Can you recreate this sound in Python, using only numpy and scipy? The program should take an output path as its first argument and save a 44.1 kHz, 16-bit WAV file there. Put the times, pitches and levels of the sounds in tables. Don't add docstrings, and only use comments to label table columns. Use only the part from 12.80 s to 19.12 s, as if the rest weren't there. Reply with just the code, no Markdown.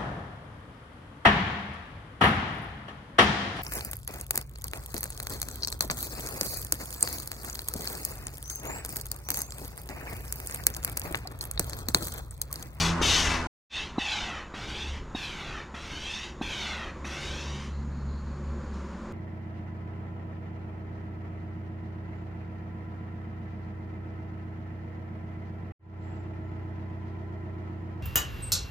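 import sys
import numpy as np
from scipy import signal
from scipy.fft import rfft, irfft, next_fast_len
from scipy.io import wavfile
from scipy.ndimage import uniform_filter1d, map_coordinates

SR = 44100
rng = np.random.default_rng(int(sys.argv[2]) if len(sys.argv) > 2 else 0)


def output_pcm(signal):
    pcm = np.clip(np.atleast_2d(signal).T, -1, 1) * 32767
    wavfile.write(sys.argv[1], SR, np.round(pcm).astype(np.int16))


N = 278897
T = np.arange(N) / SR

# start_s, level_db
CHIRPS = [(4.88, -65), (5.1, -66.5), (5.26, -62.5), (5.42, -66.5), (5.61, -71), (5.78, -70)]
# frequency_hz, relative_db
RUMBLE_SPECTRUM = [(10, 0), (28, 5), (55, 9.5), (80, 1.5), (105, 1), (160, -0.5), (220, -10.5), (300, -4),
                   (450, -8.5), (700, -18), (2000, -82)]
TYRE_SPECTRUM = [(150, -40.5), (400, -3), (560, 1), (720, 3), (1020, 9.5), (1500, 3.5), (2100, -3.5),
                 (3000, -12.5), (4500, -14.5), (6000, -18), (8000, -24), (10000, -33.5), (15000, -57)]
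TYRE_SIDE_SPECTRUM = [(100, -31), (180, -10), (300, 4.5), (550, 6.5), (780, 6), (1100, 4.5), (1600, 0.5),
                      (2200, -0.5), (3000, -2), (4300, -9.5), (6000, -11.5), (8000, -11.5), (12000, -26.5),
                      (15000, -46)]
# time_s, level_db
TYRE_LEVELS = [(0.67, -36), (0.9, -47), (1.7, -50), (3.6, -53.5), (4.2, -51.5), (4.9, -50.5), (5.4, -51),
               (6.32, -48)]
# time_s, firing_hz, first_harmonic_db, second_harmonic_db
NEAR_ENGINE = [(0, 81.9, -35, -30.5), (0.17, 83.9, -39, -34), (0.28, 82.8, -36.5, -47)]
FAR_ENGINE = [(0.9, 74.1, -54.5, -58.5), (1.8, 71.96, -52.5, -67), (2.1, 71.59, -39.5, -56),
              (2.3, 70.5, -53.5, -52), (3.9, 70.81, -46, -60.5), (4.65, 71.34, -40, -43.5),
              (5.1, 70.03, -37.5, -43.5), (5.45, 71.05, -34.5, -43), (5.85, 71.35, -39, -47),
              (6.32, 67.3, -48, -71)]
# harmonic_number, relative_db
EXHAUST_HARMONICS = [(3, -7.5), (4, -10.5), (5, -15), (6, -21.5), (8, -25)]
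# time_s, boom_db, growl_db
BRIDGE_DRONE = [(0, -54, -60.5), (3.4, -54.5, -54.5), (3.9, -46, -53.5), (4.5, -49.5, -46),
                (5.1, -43, -57.5), (5.8, -44.5, -47.5), (6.32, -42.5, -48)]
# frequency_hz, relative_db
NEAR_SCATTER_EQ = [(50, -46.5), (120, -30), (250, -35), (600, -34.5), (1200, -45.5), (1800, -44.5),
                   (2600, -45.5), (3400, -46.5), (5000, -45.5), (7500, -36.5), (12000, -5), (15000, -23)]
FAR_SCATTER_EQ = [(200, -45), (1000, -34), (3000, -33.5), (12000, -15)]
# time_s, height_fraction (0 bottom, 1 top)
HANDLE_TURNS = [(0, 0.1), (0.16, 0), (0.54, 1), (1.11, 0), (1.63, 1), (2.2, 0), (2.85, 1), (3.47, 0.08),
                (4.15, 1), (4.76, 0.07)]
# start_s, level_db
SCUFFS = [(0.183, -36.5), (1.159, -45), (1.715, -47), (2.307, -46), (4.16, -53)]
# start_s, thump_db, pitch_ratio, tick_lift_db
VALVE_FLIPS = [(0.2138, -21.5, 1.64, 3), (1.181, -19.5, 1.03, -0.5), (1.738, -36, 1.0, 5),
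               (2.3474, -26, 0.975, 7.5), (2.94, -36.5, 0.89, 2), (3.6112, -24, 1.03, -8),
               (4.243, -36, 0.96, 3)]
# pitch_hz, relative_db, swell_s
BARREL_MODES = [(251, 3, 0.0027), (770, -5.5, 0.0036), (970, -6, 0.0017), (3850, -14, 0.0055)]
# centre_hz, width_hz, peak_db
SHAFT_RESONANCES = [(1550, 45, -2.5), (2645, 38, 2.5), (2845, 19, -12), (3040, 23, -19), (3400, 40, -3.5),
                    (3600, 80, 0.5), (3784, 49, -1), (4264, 120, -7), (5300, 58, -12), (5560, 100, -6),
                    (5880, 53, -11.5), (6080, 35, -2.5), (6840, 110, -10)]
# frequency_hz, relative_db
CHUFF_SPECTRUM = [(100, -33.5), (300, -6.5), (600, -3.5), (900, 2.5), (1300, 2.5), (1750, 1), (2100, 1),
                  (2500, -3), (3500, -29.5), (8000, -64)]
HISS_SPECTRUM = [(900, -47), (1900, -3), (2350, 0.5), (2650, 0), (3000, 2), (3500, -2.5), (3900, -4),
                 (4400, -8.5), (5200, -16.5), (9000, -54)]
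FIZZ_SPECTRUM = [(2500, -29.5), (4100, -6), (4600, 1), (5100, -0.5), (5900, 1), (6900, -3.5), (7700, -10),
                 (9000, -15.5), (10300, -22.5), (11300, -29), (12500, -27.5), (15000, -52.5)]
SLIT_SPECTRUM = [(4000, -42.5), (6500, 2), (7500, 2), (8400, 9), (10200, 8), (11300, 0.5), (12500, 4),
                 (15000, -19.5)]
# start_s, rise_s, fall_s, sag_db_per_s, hiss_db, chuff_db, fizz_db, slit_vs_fizz_db, hum_vs_hiss_db
UPSTROKES = [ (0.214, 0.14, 0.29, 55, -25.5, -38.5, -28.5, -15, -39.5),
             (1.183, 0.155, 0.34, 51.5, -32.5, -43.5, -44, -21, -11.5),
             (2.347, 0.1, 0.435, 24.5, -39, -46.5, -50, -12, -23),
             (3.613, 0.21, 0.32, 41.5, -36, -44, -46, -14.5, -22)]
DOWNSTROKES = [ (-0.02, 0.05, 0.12, 60.6, -28.5, -34.5, -31, -13, -26),
               (0.8, 0.14, 0.19, 48, -32.5, -44, -45, -39, -29),
               (1.738, 0.27, 0.24, 47.4, -39, -47.5, -48.5, -17.5, -13),
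               (2.94, 0.41, 0.21, 52, -38, -48, -46.5, -16.5, -17.5),
               (4.243, 0.21, 0.48, 18, -41.5, -47, -46.5, -14.5, -24)]
# time_s, side_gain_db
STEREO_WIDTH = [(0.68, -2.8), (0.88, -28), (3.1, -23), (3.7, -4)]

CUT_S, RESUME_S = 0.672, 0.897
CLOSE = T < CUT_S


def amp(db):
    return 10 ** (np.asarray(db) / 20)


def unit(x):
    return x / np.sqrt(np.mean(x ** 2) + 1e-20)


def curves(rows):
    times, *columns = np.transpose(rows)
    return [np.interp(T, times, column) for column in columns]


def wobble(rate_hz):
    coarse = T[::32]
    knots = rng.standard_normal(int(N * rate_hz / SR) + 4)
    return np.interp(T, coarse, map_coordinates(knots, [coarse * rate_hz]))


def filtered(x, response):
    size = next_fast_len(N + 8192)
    return irfft(rfft(x, size) * response(np.fft.rfftfreq(size, 1 / SR)), size)[..., :N]


def equalised(x, points):
    points_hz, db = np.transpose(points)
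    return filtered(x, lambda hz: amp(np.interp(np.log(hz + 1), np.log(points_hz), db)))


def rush(spectrum):
    return unit(equalised(rng.standard_normal(N), spectrum))


def band(centre_hz, width_hz):
    return unit(filtered(rng.standard_normal(N), lambda hz: 1 / (1 + ((hz - centre_hz) / width_hz) ** 4)))


def whistle(centre_hz, width_hz):
    a, b = filtered(rng.standard_normal((2, N)), lambda hz: 1 / (1 + (hz / width_hz) ** 2))
    phase = 2 * np.pi * np.cumsum(centre_hz) / SR
    return unit(a * np.cos(phase) + b * np.sin(phase))


def spread(mid, side):
    return np.array([mid + side, mid - side])


def background_hiss(level_db=-95):
    return amp(level_db) * spread(band(12300, 500), band(12300, 500))


def insects(level_db=-69.5, side_db=-8):
    return amp(level_db) * spread(band(6850, 390), amp(side_db) * band(6930, 330))


def bird(chirp_s=0.17, first_hz=4080, sweep_hz=196, step_hz=62, side_db=-6):
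    level, pitch_hz = np.zeros(N), np.full(N, first_hz, float)
    for k, (start, db) in enumerate(CHIRPS):
        progress = np.clip((T - start) / chirp_s, 0, 1)
        level += amp(db) * np.sqrt(4 * progress * (1 - progress))
        pitch_hz = np.where(T >= start, first_hz + step_hz * k + sweep_hz * progress, pitch_hz)
    return level * spread(whistle(pitch_hz, width_hz=290), amp(side_db) * whistle(pitch_hz, width_hz=190))


def engine(rows, upper_db, waver_hz=0.5, waver_db=2.5):
    firing_hz, first_db, second_db = curves(rows)
    phase = 2 * np.pi * np.cumsum(firing_hz + waver_hz * wobble(12)) / SR
    harmonics = [(1, first_db), (2, second_db)] + [(k, upper_db + db) for k, db in EXHAUST_HARMONICS]
    drone = np.zeros(N)
    for k, db in harmonics:
        drone += amp(db + waver_db * wobble(10)) * np.sin(k * phase + rng.uniform(0, 2 * np.pi))
    return np.sqrt(2) * drone


def bridge_drone():
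    boom_db, growl_db = curves(BRIDGE_DRONE)
    growl = amp(growl_db) * unit(band(357, 55) + amp(-4) * band(539.7, 66))
    return amp(boom_db) * band(207.8, 39) + growl


def road_rumble(near_db=-33.5, far_db=-45, side_db=-38):
    level = amp(np.where(CLOSE, near_db, far_db) + 2.3 * wobble(7.8))
    return level * spread(rush(RUMBLE_SPECTRUM), amp(side_db) * rush(RUMBLE_SPECTRUM))


def tyres(near_side_db=-5, far_side_db=-12):
    level_db, = curves(TYRE_LEVELS)
    width = amp(np.where(CLOSE, near_side_db, far_side_db))
    return amp(level_db + 1.1 * wobble(3.7)) * spread(rush(TYRE_SPECTRUM), width * rush(TYRE_SIDE_SPECTRUM))


def road():
    engines = np.where(CLOSE, engine(NEAR_ENGINE, upper_db=-35.5), engine(FAR_ENGINE, upper_db=-54))
    return engines + bridge_drone() + road_rumble() + tyres()


def bridge_echo(x, t60_s=0.97, build_s=0.26):
    t = np.arange(SR // 2) / SR
    tail = rng.standard_normal(len(t)) * amp(-60 * t / t60_s) * np.clip(t / build_s, 0, 1)
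    return signal.fftconvolve(x, tail / np.linalg.norm(tail))[:N]


def scattered(x, eq, t60_s=0.12):
    t = np.arange(SR // 5) / SR
    tail = rng.standard_normal(len(t)) * amp(-60 * t / t60_s)
    wet = signal.fftconvolve(x, tail / np.linalg.norm(tail))[:N]
    return equalised(wet, eq)


def handle_motion(turn_s=0.11):
    travel, = curves(HANDLE_TURNS)
    rising = uniform_filter1d((np.gradient(travel) > 0) * 1., SR // 20)
    return uniform_filter1d(travel, int(turn_s * SR)), rising


def ground_bounce(x, near_db=-3, low_cut_hz=1300, grass_hz=7500, up_share=0.7, down_share=0.52):
    height, rising = handle_motion()
    near_lag_ms = np.interp(height, [0, 1], [1.97, 3.17])
    far_lag_ms = np.interp(height, [0, 1], [0.93, 1.68])
    lag_s = np.where(CLOSE, near_lag_ms, far_lag_ms) / 1000
    share = np.interp(rising, [0, 1], [down_share, up_share]) * amp(np.where(CLOSE, near_db, 0))
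    bounce = filtered(x, lambda hz: hz / np.hypot(hz, low_cut_hz) / (1 + (hz / grass_hz) ** 4))
    delayed = map_coordinates(bounce, [(T - lag_s) * SR])
    return (x + share * delayed) / np.sqrt(1 + share ** 2 / 2)


def rod_scuffs(rise_s=0.0051):
    level = np.zeros(N)
    for start, db in SCUFFS:
        swell = np.clip(T - start, 0, None) / rise_s
        level += amp(db) * swell * np.exp(1 - swell)
    return level * band(1100, 600)


def leak(start_s=5.925, level_db=-59, fade_db_per_s=75, attack_s=0.012):
    age = np.clip(T - start_s, 0, None)
    envelope = np.clip(age / attack_s, 0, 1) * amp(level_db - fade_db_per_s * age)
    return envelope * unit(rush(HISS_SPECTRUM) + rush(FIZZ_SPECTRUM))


def valve_thumps():
    thumps, t = np.zeros(N), np.arange(SR // 10) / SR
    for start, thump_db, ratio, tick_db in VALVE_FLIPS:
        for mode in BARREL_MODES:
            hz, mode_db, swell_s = mode
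            swell = t * ratio / swell_s
            envelope = (swell * np.exp(1 - swell)) ** 2
            gain = amp(thump_db + mode_db + (tick_db if mode is BARREL_MODES[-1] else 0))
            thumps[round(start * SR):][:len(t)] += gain * envelope * np.sin(2 * np.pi * hz * ratio * t)
    return thumps


def through_shaft(x):
    return filtered(x, lambda hz: 1 + sum(
        amp(db) / (1 + 2j * (hz - centre) / width) for centre, width, db in SHAFT_RESONANCES))


def eddies(x, frame=1024):
    spectra = signal.stft(x, nperseg=frame)[2]
    flicker = uniform_filter1d(rng.standard_normal(spectra.shape), 3, axis=0)
    flicker = unit(uniform_filter1d(flicker, 9, axis=1))
    depth_db = np.interp(np.fft.rfftfreq(frame, 1 / SR), [1000, 4000], [1.5, 3])
    return signal.istft(spectra * amp(depth_db[:, None] * flicker), nperseg=frame)[1][:N]


def stroke(start, rise, fall, sag_db_per_s, swell_db_per_s=23, brake_s=0.11, brake_db=16):
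    peak, end = start + rise, start + rise + fall
    attack = np.clip((T - start) / 0.011, 0, 1)
    braking = np.clip((T - end + brake_s) / brake_s, 0, 1)
    release = np.exp(-np.clip(T - end, 0, None) / 0.05)
    opening = attack * amp(-brake_db * braking ** 2) * release
    push_db = np.minimum(swell_db_per_s * (T - peak), sag_db_per_s * (peak - T))
    return opening, push_db


def spit(age, level_db=9.5, attack_s=0.003, decay_s=0.005):
    return np.clip(age / attack_s, 0, 1) * amp(level_db) * np.exp(-age / decay_s)


def rushing_air(whistle_hz=2542, whistle_rise_hz=987, slit_fade_db_per_s=20, flutter_db=0.62):
    hiss, chuff, fizz, slit, hum, flow = np.zeros((6, N))
    height, _ = handle_motion()
    for strokes, top_lift_db in (UPSTROKES, 12), (DOWNSTROKES, 5.5):
        for start, rise, fall, sag, hiss_db, chuff_db, fizz_db, slit_db, hum_db in strokes:
            opening, push_db = stroke(start, rise, fall, sag)
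            age = np.clip(T - start, 0, None)
            push = opening * amp(push_db)
            spray = opening * amp(fizz_db + 0.97 * push_db)
            chuff += (opening + spit(age)) * amp(chuff_db + 0.038 * push_db + top_lift_db * (height - .5))
            flow += push
            hiss += push * amp(hiss_db)
            fizz += spray
            slit += spray * amp(slit_db - slit_fade_db_per_s * age)
            hum += push * amp(hiss_db + hum_db)
    core = amp(-3.5) * rush(HISS_SPECTRUM)
    core += amp(-9.5) * whistle(whistle_hz + whistle_rise_hz * flow, width_hz=410)
    body = hiss * core + chuff * rush(CHUFF_SPECTRUM)
    top = amp(-1) * fizz * rush(FIZZ_SPECTRUM) + slit * rush(SLIT_SPECTRUM)
    jet = (body + top + hum * band(830, 110)) * amp(flutter_db * wobble(45))
    return through_shaft(eddies(jet + leak()))


def scene(near_pan_db=3, near_wet_db=2, echo_db=-25):
    pump = ground_bounce(rushing_air() + rod_scuffs()) + valve_thumps()
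    mid = pump + amp(echo_db) * bridge_echo(pump * ~CLOSE)
    near_side = amp(near_wet_db) * scattered(pump, NEAR_SCATTER_EQ)
    side = np.where(CLOSE, near_side, scattered(pump, FAR_SCATTER_EQ))
    pan_db = np.where(CLOSE, near_pan_db, 0)
    placed_pump = spread(mid, side) * amp([pan_db, -pan_db])
    fade_out = np.clip((CUT_S - T) / 0.002, 0, 1)
    fade_in = np.clip((T - RESUME_S) / 0.07, 0, 1) ** 1.4
    return (fade_out + fade_in) * (placed_pump + road() + insects() + background_hiss() + bird())


def record(dry, high_cut_hz=15000):
    left, right = dry
    side_db, = curves(STEREO_WIDTH)
    narrowed = spread((left + right) / 2, amp(side_db) * (left - right) / 2)
    return filtered(narrowed, lambda hz: hz < high_cut_hz)


dry = scene()
out = record(dry)
output_pcm(out)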